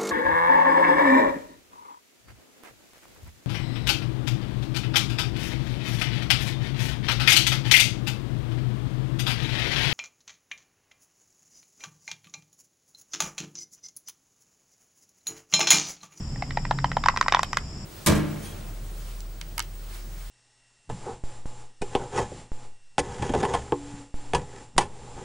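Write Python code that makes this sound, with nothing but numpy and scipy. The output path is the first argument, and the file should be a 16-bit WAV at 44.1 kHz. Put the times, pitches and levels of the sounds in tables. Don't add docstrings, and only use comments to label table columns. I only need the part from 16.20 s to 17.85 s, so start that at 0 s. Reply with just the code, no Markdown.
import sys
import numpy as np
from scipy import signal
from scipy.fft import rfft, irfft
from scipy.io import wavfile
from scipy.ndimage import uniform_filter1d, minimum_filter1d

SR = 44100
rng = np.random.default_rng(int(sys.argv[2]) if len(sys.argv) > 2 else 0)


def materialize(psi):
    bounded = np.clip(np.atleast_2d(psi).T, -1, 1)
    quanta = np.round(bounded * 32767).astype(np.int16)
    wavfile.write(sys.argv[1], SR, quanta)


N = 72765

# (frequency [Hz], side minus mid [dB])
AIR_WIDTH = [(60, -33.5), (180, -25), (310, -14.5), (530, -14), (920, -5), (2700, -3), (8000, 3.5)]


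def undb(db):
    return 10 ** (np.asarray(db) / 20)


def unit(x):
    return x / np.sqrt(np.mean(x ** 2))


def curve(time, points):
    return np.interp(time, *np.array(points).T)


def gains(points, size=N):
    hz, db = np.array(points, float).T
    return undb(np.interp(np.log(np.fft.rfftfreq(size, 1 / SR) + 1e-3), np.log(hz), db))


def equalise(x, points):
    cepstrum = irfft(np.log(gains(points, size=2048)))
    cepstrum[1:1024] *= 2
    cepstrum[1025:] = 0
    return signal.fftconvolve(x, irfft(np.exp(rfft(cepstrum))))[:len(x)]


def stereo_noise(points, side_gain):
    mid, side = rfft(rng.standard_normal((2, N))) * gains(points)
    mid, side = irfft(mid, N), irfft(side * side_gain, N)
    return (mid + np.array([[1], [-1]]) * side) / mid.std()


def drift(rate_hz):
    size = max(int(SR / rate_hz), 1)
    smoothed = uniform_filter1d(rng.standard_normal(N), size, mode="wrap")
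    return unit(uniform_filter1d(smoothed, size, mode="wrap"))


def fade(t, t60):
    return np.exp(-np.log(1000) * t / t60)


def glide(hz):
    return np.sin(2 * np.pi * np.cumsum(hz) / SR)


def outdoor_air():
    # (frequency [Hz], level [dB])
    air_colour = [(10, -33), (19, -10.5), (26, 11.5), (36, -6), (55, 0.5), (90, -2.5), (140, -3), (215, -8),
                  (300, -15.5), (480, -23), (800, -24), (1600, -32), (3200, -35.5), (4200, -44),
                  (9000, -60.5)]
    # (time [s], level [dB])
    rumble_ride = [(0, 3.5), (.3, 1), (.7, 3), (.95, -2), (1.15, -3), (1.35, -2.5), (1.5, 1.5), (1.65, 0.5)]
    air = undb(-34.5) * stereo_noise(air_colour, gains(AIR_WIDTH))
    rumble = signal.sosfiltfilt(signal.butter(2, 290, fs=SR, output="sos"), air)
    return air - rumble + rumble * undb(curve(np.arange(N) / SR, rumble_ride))


def distant_engine():
    # (frequency [Hz], level [dB])
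    partials = [(27.2, -11), (136.5, 0.5), (173, -8), (273.5, -15.5)]
    # (time [s], level [dB])
    hum_ride = [(0, -39.5), (.25, -40.5), (.55, -34.5), (.78, -38), (.95, -50.5), (1.35, -57.5),
                (1.65, -49)]
    hum = sum(undb(db + 1.45 * drift(4.6)) * glide(hz * (1 + 0.00938 * drift(5.7)))
              for hz, db in partials)
    return np.sqrt(2) * hum * undb(curve(np.arange(N) / SR, hum_ride))


def insect_chorus():
    # (frequency [Hz], level [dB])
    chorus_colour = [(2000, -36), (4100, -26.5), (4600, -12.5), (5000, 0.5), (5550, -4), (5900, -24),
                     (6400, -18), (7100, -4), (7800, -8.5), (8400, -22.5), (9200, -33), (10300, -25.5),
                     (11500, -37), (15500, -41)]
    return undb(-51) * stereo_noise(chorus_colour, side_gain=undb(-2))


def near_insect():
    trill_hz, chirp_s = 40.5, 0.022
    top_hz, fall_hz, rough_hz = 5603, 682, 90
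    strokes = np.arange(N) / SR * trill_hz + 0.054 * drift(7.4) + 0.15
    trill = 0
    for offset in range(2):
        progress = np.clip((strokes + offset) % 2 / trill_hz / chirp_s, 0, 1)
        hz = top_hz - fall_hz * progress ** 2 + rough_hz * drift(1200)
        trill = trill + np.sin(np.pi * progress) * (glide(hz) + undb(-31.5) * glide(2 * hz))
    flutter = undb(1.7 * drift(30))
    pan = undb([[3.5], [-3.5]])
    return undb(-54.5) * pan * unit(trill * flutter)


def pond(x):
    # (delay [s], level [dB])
    echoes = [(.0029, -22.5), (.0042, -44), (.0095, -26)]
    # (frequency [Hz], left minus right [dB])
    balance = [(500, 0.5), (1000, 0.5), (1600, -4.2), (2700, -3), (4700, 2), (8000, 0)]
    # (frequency [Hz], level [dB])
    rebound_colour = [(400, -9), (1000, -7), (1900, -11.5), (3000, 3.5), (4500, -17), (7000, -25),
                      (12000, -1.5)]
    left_lag_s, rebound_s = 0.000026, 0.013
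    t = np.arange(N) / SR
    hz = np.fft.rfftfreq(N, 1 / SR)
    near = rfft(x) * (1 + sum(undb(db) * np.exp(-2j * np.pi * hz * delay) for delay, db in echoes))
    lean = np.sqrt(gains(balance))
    left = near * lean * np.exp(-2j * np.pi * hz * left_lag_s)
    direct = irfft(np.array([left, near / lean]), N)
    scatter = stereo_noise([(20, 0), (2930, 0), (15000, -8)], gains(AIR_WIDTH))
    decay = undb(-16.5) * unit(fade(t, t60=0.11)) + undb(-27.5) * unit(fade(t, t60=0.43))
    wash = scatter * decay * (1 - np.exp(-t / 0.0013))
    rebound_shape = unit((t > rebound_s) * fade(abs(t - rebound_s), t60=0.023))
    rebound = undb(-11) * stereo_noise(rebound_colour, gains(AIR_WIDTH)) * rebound_shape
    tail = (wash + rebound) / np.sqrt(2 * N)
    return direct + signal.fftconvolve(x[None], tail, axes=1)[:, :N]


def lid_crack(t, hz, attack_s):
    # (frequency [Hz], level [dB])
    crack_colour = [(150, -1.5), (450, 3.5), (1000, 11.5), (2800, -2.5), (4500, -0.5), (6300, -2),
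                    (8000, -11), (10500, -14.5), (15000, -18)]
    burst = rng.standard_normal(len(t)) * fade(t, t60=0.012)
    ping = undb(-7.5) * fade(t, t60=0.0088) * np.sin(2 * np.pi * hz * t)
    return equalise(2 * (burst + ping) * (1 - np.exp(-t / attack_s)), crack_colour)


def lid_ring(t, tuning, low_db, attack_s):
    # (frequency [Hz], level [dB], t60 [s])
    overtones = [(1386, 3.5, 0.012), (1578, 0, 0.017), (1941, 4, 0.011), (2397, -12.5, 0.024),
                 (3705, -18.5, .016)]
    ring = sum(undb(db + low_db * (hz < 1800)) * fade(t, t60) * np.sin(2 * np.pi * hz * tuning * t)
               for hz, db, t60 in overtones)
    return ring * (1 - np.exp(-t / attack_s))


def lid_pop(t, start_hz, rest_hz, attack_s):
    settle_s = 0.0037
    hz = rest_hz + (start_hz - rest_hz) * np.exp(-t / settle_s)
    envelope = (1 - np.exp(-(t / attack_s) ** 2.2)) * fade(t, t60=0.017)
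    return envelope / envelope.max() * glide(hz)


def boiler():
    # (time [s], starting pop pitch [Hz], pop level [dB], pop attack [s],
    # overtone tuning [ratio], ring level [dB], crack pitch [Hz], crack level [dB])
    snaps = [ (.1590, 806, -35, 0.0011, 0.957, -29.5, 3800, -53),
             (0.2224, 660, -19, 0.0025, 1.103, -17, 2030, -24),
             (0.307, 790, -37, 0.0017, 0.99, -18.5, 4200, -27.5),
             (.3720, 665, -12, 0.0013, 0.973, -13.5, 4800, -22),
             (0.4517, 800, -37.5, 0.00077, .99, -19.5, 3930, -28),
             (0.51, 610, -10.5, 0.0017, 0.867, -11.5, 4320, -18.5),
             (.5873, 860, -34, 0.00047, 0.95, -22, 3940, -26.5),
             (0.6432, 667, -11, 0.0012, 0.798, -11.5, 4060, -15),
             (0.7167, 890, -31, 0.00025, .97, -22.5, 4000, -25.5),
             (0.7681, 626, -9.5, 0.0012, 0.848, -18, 3840, -19.5),
             (0.8382, 1120, -20, 0.0015, 1.07, -20.5, 3760, -21.5),
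             (0.859, 720, -9, 0.0025, 0.95, -11.5, 4900, -13),
             (.8850, 1037, -6.5, 0.00096, 0.978, -9.5, 4730, -10),
             (0.8929, 848, -12.5, 0.00079, 0.66, -24.5, 3800, -46.5),
             (0.9404, 803, -25, 0.0015, 1.1, -43, 4000, -53),
             (.9620, 1150, -20, 0.00096, 1, -22, 4050, -25.5),
             (.9730, 910, -17.5, 0.0015, 0.994, -13.5, 4950, -14),
             (1.0114, 950, -8.5, 0.0012, 0.953, -9, 4600, -13.5),
             (1.0275, 1100, -34, 0.00027, 1.1, -26.5, 3830, -32),
             (1.0617, 880, -18.5, 0.001, 0.95, -25, 4500, -55),
             (1.0823, 1200, -20.5, 0.0011, .99, -10, 4900, -16),
             (1.123, 943, -14.5, 0.00079, 1.2, -15, 3760, -12),
             (1.139, 1130, -21, 0.00052, 0.87, -15.5, 4560, -43),
             (1.1469, 888, -7.5, 0.00082, 0.964, -10.5, 3430, -10),
             (1.1697, 796, -13, 0.00027, 1.04, -26, 4200, -51),
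             (1.1920, 1010, -11.5, 0.0011, 0.99, -16.5, 4880, -20),
             (1.2313, 1090, -13, 0.00094, 1.04, -17, 3750, -11.5),
             (1.331, 1470, -16.5, 0.0004, 0.98, -20, 4700, -24),
             (1.3706, 1046, -15.5, 0.00095, 1.02, -12, 4030, -14.5)]
    # (time [s], resting pitch [Hz], low overtone trim [dB])
    tension = [(.22, 786, -17), (.37, 998, -7.5), (.45, 1050, -8), (.52, 1120, -3), (.78, 1123, 0.5),
               (.88, 1095, -2), (1.37, 1094, 0.5)]
    # (time [s], upper edge [Hz], lower edge [Hz])
    stern_band = [(.2, 4400, 367), (.5, 4800, 334), (.78, 4370, 323), (0.881, 6850, 333), (1.02, 8150, 412),
                  (1.15, 7000, 402), (1.23, 10600, 720), (1.37, 12500, 473)]
    tension, stern_band = np.array(tension), np.array(stern_band)
    t = np.arange(2048) / SR
    out = np.zeros(N + len(t))
    for start, pop_hz, pop_db, attack_s, tuning, ring_db, crack_hz, crack_db in snaps:
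        rest_hz, low_db = (curve(start, tension[:, [0, column]]) for column in (1, 2))
        upper_hz, lower_hz = (curve(start, stern_band[:, [0, column]]) for column in (1, 2))
        pop = undb(pop_db) * lid_pop(t, pop_hz, rest_hz, attack_s)
        ring = undb(ring_db) * lid_ring(t, tuning, low_db, 0.76 * attack_s)
        crack = undb(crack_db) * lid_crack(t, crack_hz, 0.36 * attack_s)
        stern = signal.butter(3, [lower_hz, upper_hz], "band", fs=SR, output="sos")
        out[int(start * SR) + np.arange(len(t))] += signal.sosfilt(stern, pop - ring + crack)
    return out[:N]


def scene():
    return pond(boiler()) + near_insect() + insect_chorus() + distant_engine() + outdoor_air()


def record(dry):
    ceiling, window_s, top_hz = 0.92, 0.003, 15900
    size = int(window_s * SR)
    gain = ceiling / np.maximum(abs(dry).max(axis=0), ceiling)
    gain = uniform_filter1d(minimum_filter1d(gain, size), size)
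    return signal.sosfilt(signal.ellip(8, .2, 70, top_hz, fs=SR, output="sos"), dry * gain)


dry = scene()
out = record(dry)
materialize(out)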